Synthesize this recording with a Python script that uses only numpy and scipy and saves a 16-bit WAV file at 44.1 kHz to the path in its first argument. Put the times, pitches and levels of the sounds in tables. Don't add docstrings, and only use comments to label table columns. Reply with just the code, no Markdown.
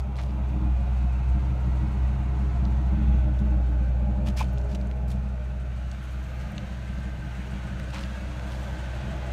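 import sys
import numpy as np
from scipy import signal
from scipy.fft import rfft, irfft, next_fast_len
from scipy.io import wavfile
from scipy.ndimage import uniform_filter1d, map_coordinates

SR = 44100
rng = np.random.default_rng(int(sys.argv[2]) if len(sys.argv) > 2 else 0)


def invert_db(level):
    return 10 ** (np.asarray(level, dtype=float) / 20)


def persist_wave(psi):
    counts = np.round(np.clip(psi, -1, 1) * 32767).astype(np.int16)
    wavfile.write(sys.argv[1], SR, np.atleast_2d(counts).T)


N = 411012


def unit(x):
    return x / np.sqrt(np.mean(x ** 2) + 1e-20)


def along(points, hz):
    point_hz, value = np.transpose(points)
    return np.interp(np.log(hz + 1), np.log(point_hz + 1), value)


def curves(rows):
    time_s, *columns = np.transpose(rows)
    return [np.interp(np.arange(N) / SR, time_s, column) for column in columns]


def wobble(rate_hz):
    knots = rng.standard_normal(int(N * rate_hz / SR) + 4)
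    return map_coordinates(knots, [np.arange(N) * rate_hz / SR])


def filtered(x, response):
    size = next_fast_len(len(x) + SR // 2)
    return irfft(rfft(x, size) * response(np.fft.rfftfreq(size, 1 / SR)), size)[:len(x)]


def colour(points):
    return lambda hz: invert_db(along(points, hz))


def causal(points):
    def response(hz):
        cepstrum = irfft(np.log(invert_db(along(points, hz))))
        half = len(cepstrum) // 2
        cepstrum[1:half] *= 2
        cepstrum[half + 1:] = 0
        return np.exp(rfft(cepstrum))
    return response


def mode(centre_hz, width_hz):
    def response(hz):
        damping = 1j * hz * width_hz
        return (damping / (centre_hz ** 2 - hz * hz + damping)) ** 2
    return response


def combed(depth_db):
    size, bins, frames = 4096, 3, 9
    bands = signal.stft(rng.standard_normal(N + size), nperseg=size)[2]
    field = uniform_filter1d(rng.standard_normal(bands.shape), bins, 0)
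    field = uniform_filter1d(field, frames, 1)
    return signal.istft(bands * invert_db(depth_db * unit(field)), nperseg=size)[1][:N]


def by_place(noise, spectra):
    # start_s, place (0 under the tail, 1 at the pipe, 2 alongside)
    path = [(0, 0.29), (2.85, 0.085), (3.0, 0.81), (5.5, 1.36), (6.2, 2), (9.32, 2.1)]
    # centre_hz, width_hz, lift_db
    panels = [(406, 9, 4.5), (596.4, 8.9, 2.5), (700, 14, 4), (813, 14, 2.5), (1057, 15, 2.5),
              (1218, 27, 2), (1362, 15, 1), (1547, 12, 3), (1964, 15, 1), (2240, 13, -1), (2470, 30, 1.5),
              (2615, 18, 1.5)]
    place, = curves(path)

    def lift_db(hz):
        return sum(db * np.exp(-.5 * ((hz - centre) / width) ** 2) for centre, width, db in panels)

    out = np.zeros(N)
    for k, points in enumerate(spectra):
        share = np.clip(1 - abs(place - k), 0, 1)
        out += share * unit(filtered(noise, lambda hz: invert_db(along(points, hz) + lift_db(hz))))
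    return out


def hum(firings, tone_db, octave_db):
    # multiple of the firing rate,
    # level_db re octave
    orders = [(.5, -17.5), (1.5, -8.5), (1.7, -10), (1.79, -6.5), (2.2, -7.5), (2.3, -13), (3, -14.5),
              (3.3, -12), (4.8, -21.5), (5, -21.5)]
    octave_lag_rad, third_lag_rad = 0.69, -1.94
    turn = 2 * np.pi * firings
    out = invert_db(tone_db + 0.35 * wobble(14)) * np.cos(turn)
    octave_phase = 2 * turn - octave_lag_rad + 0.48 * wobble(6)
    out += invert_db(octave_db + 0.77 * wobble(12)) * np.cos(octave_phase)
    for order, db in orders:
        start = -third_lag_rad if order == 3 else rng.uniform(0, 2 * np.pi)
        level = invert_db(octave_db + db + 1.9 * wobble(4.6))
        out += level * np.cos(order * turn + start + 0.32 * wobble(4))
    return np.sqrt(2) * out


def thumps(firings, thump_db, second_db, third_db):
    # freq_hz, level_db
    pipe = [(20, -38.5), (31, 1), (50, 3.5), (63, 5), (82, 0.5), (100, 0), (160, 3.5), (190, 4.5),
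            (225, -3.5), (255, -6), (280, -27.5), (400, -52), (1500, -120)]
    # start_s, level_db
    late_burns = [(0.647, -11.5), (1.299, -21), (2.524, -24), (2.66, -22), (2.912, -25), (3.098, -22),
                  (3.801, -31), (4.07, -22), (4.459, -21), (5.034, -37), (5.338, -15), (7.262, -33),
                  (8.039, -27)]
    at = np.flatnonzero(np.diff(np.floor(firings)))
    jitter, strength, spread = rng.standard_normal((3, len(at)))
    surplus = np.zeros(N)
    moments = np.clip(at + (.002 * SR * jitter).astype(int), 0, N - 1)
    surplus[moments] = strength * invert_db(1.8 * spread)
    drive = unit(surplus) + .5 * rng.standard_normal(N)
    pops = np.zeros(N)
    for start_s, db in late_burns:
        pops[round(start_s * SR)] = -invert_db(db + 30)
    low = invert_db(thump_db + 3) * unit(filtered(drive, causal(pipe))) + filtered(pops, causal(pipe))
    second = invert_db(second_db - 3) * unit(filtered(drive, mode(centre_hz=206, width_hz=19)))
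    third = invert_db(third_db) * unit(filtered(drive, mode(centre_hz=305, width_hz=22.7)))
    return low + second + third


def rush(firings):
    # start_s, rasp_db, bay_db, valve_db, air_db
    levels = [(0.0, -49.5, -55, -71, -80), (0.54, -47.5, -51.5, -67.5, -78), (1.27, -49.5, -50.5, -65, -79),
              (1.66, -46.5, -50, -66, -77), (2.31, -50, -49.5, -66, -78), (2.59, -47.5, -50, -64.5, -78),
              (3.01, -46.5, -50, -67, -78), (3.32, -44.5, -52, -67, -79), (3.68, -48.5, -54, -68, -80),
              (4.15, -46.5, -55, -69.5, -80), (4.54, -46, -54, -65.5, -77), (4.93, -46.5, -56, -69.5, -79),
              (5.42, -51, -54, -67.5, -81), (5.89, -52.5, -52.5, -64, -77), (6.23, -52, -50.5, -62, -72),
              (6.59, -50.5, -49.5, -62.5, -75), (7.17, -50, -50.5, -62.5, -75),
              (7.42, -49.5, -48, -60.5, -73), (7.87, -49, -49, -60, -76), (8.07, -48, -47, -58, -72),
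              (8.33, -47.5, -47.5, -60, -74), (8.64, -45.5, -46.5, -58, -69), (8.8, -46, -46, -58, -74),
              (9.32, -43, -45, -59, -73)]
    # freq_hz, level_db
    rasp_colours = [
        [(190, -45), (330, -6), (350, -8.5), (409, -4), (438, -7.5), (493, -10.5), (565, -2.5), (631, -8.5),
         (707, -1), (777, -7), (890, -1.5), (1150, -21), (1500, -44), (2530, -120)],
        [(190, -29), (330, -13.5), (361, -13), (409, 0.5), (451, -14), (496, 0.5), (553, -5), (605, 4),
         (745, -9), (828, 0), (1060, -21), (1150, -20), (1500, -48.5), (2530, -120)],
        [(190, -23), (330, -4), (444, -8), (476, -4.5), (580, 0), (661, -1), (781, -7), (845, -3), (914, -8),
         (1020, -12), (1110, -24), (1150, -16), (1500, -43), (2530, -120)],
    ]
    bay_colours = [
        [(620, -11), (1050, -0.5), (1100, -4), (1380, -2.5), (1470, -5.5), (1750, -9.5), (2010, -9),
         (2530, -10), (3320, -17.5), (3990, -19.5), (4800, -39.5), (6240, -55), (10600, -120)],
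        [(620, -38), (1050, -5), (1500, 0.5), (1610, -6.5), (2000, -7.5), (2170, -10), (2320, -6.5), (2670, -9),
         (3100, -14.5), (3890, -18), (4800, -40), (6240, -60), (10600, -120)],
        [(620, -28), (1050, -7), (1110, -6.5), (1250, -3.5), (1370, -3), (1560, 1.5), (1680, -4.5),
         (2850, -8.5), (3110, -11), (4070, -16.5), (4800, -44), (6240, -52), (10600, -120)],
    ]
    # freq_hz, level_db
    valve_colour = [(2590, -15), (4400, 1.5), (5040, -4), (6310, -1.5), (7070, -3.5), (7470, -8),
                    (8250, -6.5), (10600, -16.5), (13800, -47), (22000, -120)]
    # freq_hz, level_db
    air_colour = [(6000, -30.5), (10200, 0), (10600, -2), (11600, 3.5), (15100, -0.5), (15600, -7.5)]
    rasp_db, bay_db, valve_db, air_db = curves(levels)
    puff_s = 6.885
    cycle = 2 * np.pi * (firings - firings[round(puff_s * SR)]) / 10
    swell_db = .5 * np.cos(cycle) + 0.49 * np.cos(3 * cycle) + 0.74 * wobble(9)

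    rasp = invert_db(rasp_db + 1.68 + 0.69 * wobble(6.3)) * by_place(combed(2.5), rasp_colours)
    bay = invert_db(bay_db + 0.85 + 0.48 * swell_db) * by_place(combed(2.5), bay_colours)
    valves = invert_db(valve_db + .6 + swell_db) * unit(filtered(combed(1.7), colour(valve_colour)))
    puff_decay = np.exp(-np.mod(cycle + 0.49, 2 * np.pi) / 0.66)
    puff_noise = unit(filtered(rng.standard_normal(N), mode(centre_hz=7800, width_hz=2300)))
    puff = invert_db(valve_db - 3.5 + 1.9 * wobble(4)) * puff_decay * puff_noise
    air = invert_db(air_db + .4 * swell_db) * unit(filtered(combed(1.6), colour(air_colour)))
    return rasp + bay + valves + puff + air


def ticks():
    # start_s, centre_hz, spread_octaves, level_db
    cracks = [(.0002, 12000, 1.5, -48), (.0050, 4460, 0.77, -42.5), (.157, 4000, 0.74, -49),
              (.2145, 5000, .6, -48), (.236, 4500, 0.55, -47.5), (.265, 5000, 0.63, -54),
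              (.282, 5000, .8, -56), (.308, 4000, .5, -52), (.319, 12000, .5, -64), (.389, 6000, 1, -58.5),
              (2.6534, 4300, 0.38, -42), (3.391, 4200, .2, -55.5), (4.527, 13000, .3, -62),
              (4.5336, 12000, .35, -51.5), (4.5825, 5000, 0.51, -46), (4.576, 3200, .35, -49),
              (4.591, 5000, .7, -51), (4.6144, 6000, .6, -51.5), (4.7491, 5970, 0.69, -45),
              (4.8125, 4500, 0.54, -51), (4.8718, 7500, 0.36, -53), (4.9132, 3480, 0.94, -41),
              (5.161, 7000, .4, -55), (5.379, 1500, 0.74, -48), (5.779, 8000, .6, -62),
              (5.915, 4530, 0.7, -41.5), (6.5194, 10000, .6, -56), (6.5802, 6350, 0.27, -45),
              (6.5806, 2900, 0.5, -35.5), (6.956, 4000, .8, -57), (7.271, 2500, .5, -49),
              (7.7982, 9000, 1.2, -42), (7.7995, 2000, 0.54, -42), (7.961, 2500, 0.88, -35),
              (8.01, 9000, .6, -50), (8.025, 10000, .6, -53), (8.0375, 3100, .4, -38),
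              (8.0574, 12000, .5, -56), (8.1075, 3500, .6, -49), (8.3958, 3000, 1, -41.5)]
    lead = SR // 200
    out = np.zeros(N + SR)
    t = np.arange(-lead, SR // 40) / SR
    for start_s, centre_hz, spread, db in cracks:
        def band(hz):
            octaves = np.log2(hz / centre_hz + 1e-3)
            return np.exp(-.5 * (octaves / spread) ** 2) / (hz + 100)
        decay = (t >= 0) * invert_db(-60 * abs(t) / 0.013)
        snap = 1 + 2.1 * (abs(t) < .0001)
        crack = filtered(decay * snap * rng.standard_normal(len(t)), band)
        out[round(start_s * SR):][:len(t)] += invert_db(db + 7.5) * crack / abs(crack).max()
    return out[lead:N + lead]


def scuffs():
    # start_s, rise_s, length_s, fall_s, level_db, tilt_db_per_octave
    strokes = [(.163, 0.0033, 0.011, .015, -52, 2.5), (0.177, .005, 0.023, 0.043, -45, -6),
               (.205, 0.0085, 0.038, 0.034, -58.5, 2.5), (.25, .01, .05, 0.057, -60.5, -3),
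               (2.635, .01, 0.015, .01, -58, -1), (3.385, 0.0049, .015, 0.011, -56, 3),
               (4.243, .03, .04, .02, -46.5, 1), (4.286, 0.0071, 0.019, 0.011, -47.5, -2),
               (4.363, 0.0097, 0.041, .022, -39.5, 2.5), (4.396, .008, .018, 0.044, -40.5, -1.5),
               (4.677, 0.042, 0.057, 0.023, -51.5, 0.5), (4.745, 0.0026, .014, 0.0055, -46, 1),
               (5.076, .004, 0.027, 0.022, -57, 8), (5.099, 0.0073, 0.022, 0.027, -51, 3.5),
               (6.012, .02, 0.044, .02, -65, 11), (6.10, 0.018, 0.033, .02, -63, 8),
               (6.286, .01, .03, .02, -64, 3), (6.388, 0.0068, 0.033, 0.011, -59, 2),
               (7.898, .01, .015, .01, -57, 2.5), (7.924, 0.013, .072, .008, -42, -4),
               (7.93, .01, 0.041, .02, -55, 4), (8.002, .005, 0.032, .03, -47, -1.5),
               (8.475, .04, 0.077, .05, -53.5, 1)]
    # freq_hz, level_db
    grit_colour = [(500, -21), (900, 6), (1500, 3), (2400, 3.5), (4500, 0.5), (8000, -8), (10500, -13),
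                   (15000, -24.5)]
    out = np.zeros(N + SR)
    t = np.arange(SR // 3) / SR
    for start_s, rise_s, length_s, fall_s, db, tilt_db in strokes:
        stroke = np.clip(t / rise_s, 0, 1) * np.exp(-np.clip(t - length_s, 0, None) / fall_s * 2)
        struck = rng.random(len(t)) < 110 / SR
        snaps = np.convolve(struck, np.exp(-t[:200] / .0012))[:len(t)]
        lumps = invert_db(1.8 * unit(uniform_filter1d(rng.standard_normal(len(t)), 200)))
        rough = lumps * (1 + 1.6 * snaps) * rng.standard_normal(len(t))
        hollows = list(zip(np.geomspace(500, 16000, 24), rng.normal(0, 1.6, 24)))

        def response(hz):
            tilt = tilt_db * np.log2(hz / 4000 + 0.18)
            return invert_db(along(grit_colour, hz) + along(hollows, hz) + tilt)
        out[round(start_s * SR):][:len(t)] += invert_db(db) * stroke * unit(filtered(rough, response))
    return out[:N]


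def scrape():
    # centre_hz, width_hz, level_db
    hollows = [
        (886, 320, 2),
        (2440, 330, -4.5),
    ]
    t = np.arange(N) / SR
    out = np.zeros(N)
    for (hz, width_hz, db), (peak_s, length_s) in zip(hollows, [(4.414, 0.0058), (4.408, 0.016)]):
        rub = np.exp(-.5 * ((t - peak_s) / length_s) ** 2)
        ring = unit(filtered(rng.standard_normal(N), mode(hz, width_hz)))
        out += invert_db(db - 34) * rub * ring
    return out


def scene():
    # start_s, firing_rate_hz
    idle = [(0, 63.99), (0.1, 63.99), (0.3, 63.1), (0.5, 63.27), (0.7, 62.35), (0.9, 62.22), (1.1, 62.49),
            (1.3, 62.76), (1.5, 63.74), (1.7, 63.37), (1.9, 63.11), (2.1, 63.16), (2.3, 63.45),
            (2.5, 63.87), (2.7, 62.8), (2.9, 63.96), (3.1, 61.98), (3.3, 63.09), (3.5, 61.64), (3.7, 60.5),
            (3.9, 60.99), (4.1, 61.66), (4.3, 61.96), (4.5, 62.36), (4.7, 62.15), (4.9, 62.39),
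            (5.1, 62.41), (5.3, 62.63), (5.5, 62.36), (5.7, 62.63), (5.9, 62.6), (6.1, 62.79), (6.3, 63.29),
            (6.5, 63.45), (6.7, 62.85), (6.9, 63.19), (7.1, 63.04), (7.3, 62.37), (7.5, 62.59),
            (7.7, 62.45), (7.9, 62.47), (8.1, 62.61), (8.3, 62.66), (8.5, 62.85), (8.7, 62.78),
            (8.9, 62.64), (9.1, 63.14), (9.32, 63.14)]
    # start_s, firing_tone_db
    tone = [(0.0, -25), (0.07, -29.5), (0.21, -28.5), (0.26, -26.5), (0.6, -25.5), (0.72, -20), (0.8, -24),
            (1.06, -22), (1.25, -25), (1.32, -19.5), (1.4, -24), (1.48, -24), (1.53, -26.5), (1.71, -22.5),
            (1.84, -23.5), (1.89, -26.5), (2.05, -21), (2.1, -23), (2.18, -26), (2.26, -25), (2.49, -23),
            (2.52, -27.5), (2.59, -22.5), (2.96, -22), (2.98, -25.5), (3.09, -18), (3.17, -19), (3.35, -24),
            (3.6, -20.5), (3.97, -23), (4.07, -24), (5.89, -30.5), (5.99, -34), (6.2, -30.5), (6.26, -33.5),
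            (6.46, -32), (6.51, -39), (6.7, -32), (6.85, -34.5), (6.9, -31.5), (7.81, -35), (7.91, -31.5),
            (7.97, -35), (8.07, -31.5), (8.12, -33), (8.23, -31.5), (8.41, -34.5), (8.59, -31.5),
            (8.67, -35), (8.69, -32.5), (8.98, -30.5), (9.03, -33), (9.14, -31.5), (9.29, -33), (9.32, -26)]
    # start_s, octave_db, thump_db, second_pipe_mode_db, third_pipe_mode_db
    exhaust = [(0.0, -42.5, -47.5, -38, -56.5), (0.3, -37, -44.5, -49, -49.5), (0.6, -38, -42, -39.5, -43),
               (0.9, -37.5, -42.5, -39, -52.5), (1.2, -36.5, -43.5, -44.5, -48.5),
               (1.5, -35, -40, -39, -47.5), (1.8, -34, -41.5, -44, -47.5), (2.1, -35.5, -41.5, -44, -49),
               (2.4, -34.4, -40.5, -44, -47.5), (2.7, -36.5, -38.9, -42, -46),
               (3.0, -34, -35.5, -34, -41.5), (3.3, -33.5, -38, -35.5, -44),
               (3.6, -36.9, -42, -40.5, -44.5), (3.9, -37.5, -40.5, -37.5, -53),
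               (4.2, -35.5, -41.5, -34, -51), (4.5, -36.5, -40, -37, -52), (4.8, -41, -41, -43.5, -54.5),
               (5.1, -38.5, -42, -43, -61), (5.4, -43, -44.5, -46.5, -69), (5.7, -40, -45.5, -55, -63),
               (6.0, -43.5, -46, -49.5, -59), (6.3, -42.0, -45, -48, -58.5),
               (6.6, -42.4, -41.5, -45.4, -55), (6.9, -42, -46, -45.5, -57.5),
               (7.2, -42, -41.5, -45.5, -55.4), (7.5, -45, -42.5, -45.5, -59),
               (7.8, -41, -42.5, -44.9, -51.5), (8.1, -43, -44.5, -38.5, -52.5),
               (8.4, -41.5, -45, -55, -51.8), (8.7, -42, -44, -43.5, -54.7),
               (9.0, -40.5, -42.5, -48, -54.5), (9.3, -40.5, -42, -47, -54), (9.32, -38.4, -34, -50.1, -57)]
    rate_hz, = curves(idle)
    tone_db, = curves(tone)
    octave_db, *pipe_db = curves(exhaust)
    firings = np.cumsum(rate_hz) / SR + 0.637
    engine = hum(firings, tone_db - .3, octave_db - 0.6) + thumps(firings, *pipe_db) + rush(firings)
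    return (engine + ticks() + scuffs() + scrape())[None]


def band_limit(x):
    return signal.sosfilt(signal.butter(12, 15700, fs=SR, output="sos"), x)


def record(dry):
    def response(hz):
        port = invert_db(-2.5 * np.exp(-.5 * ((hz - 10450) / 300) ** 2))
        return port / (1 + (30 / (hz + 1)) ** 32)
    return band_limit(filtered(dry[0], response)[None])


dry = scene()
out = record(dry)
persist_wave(out)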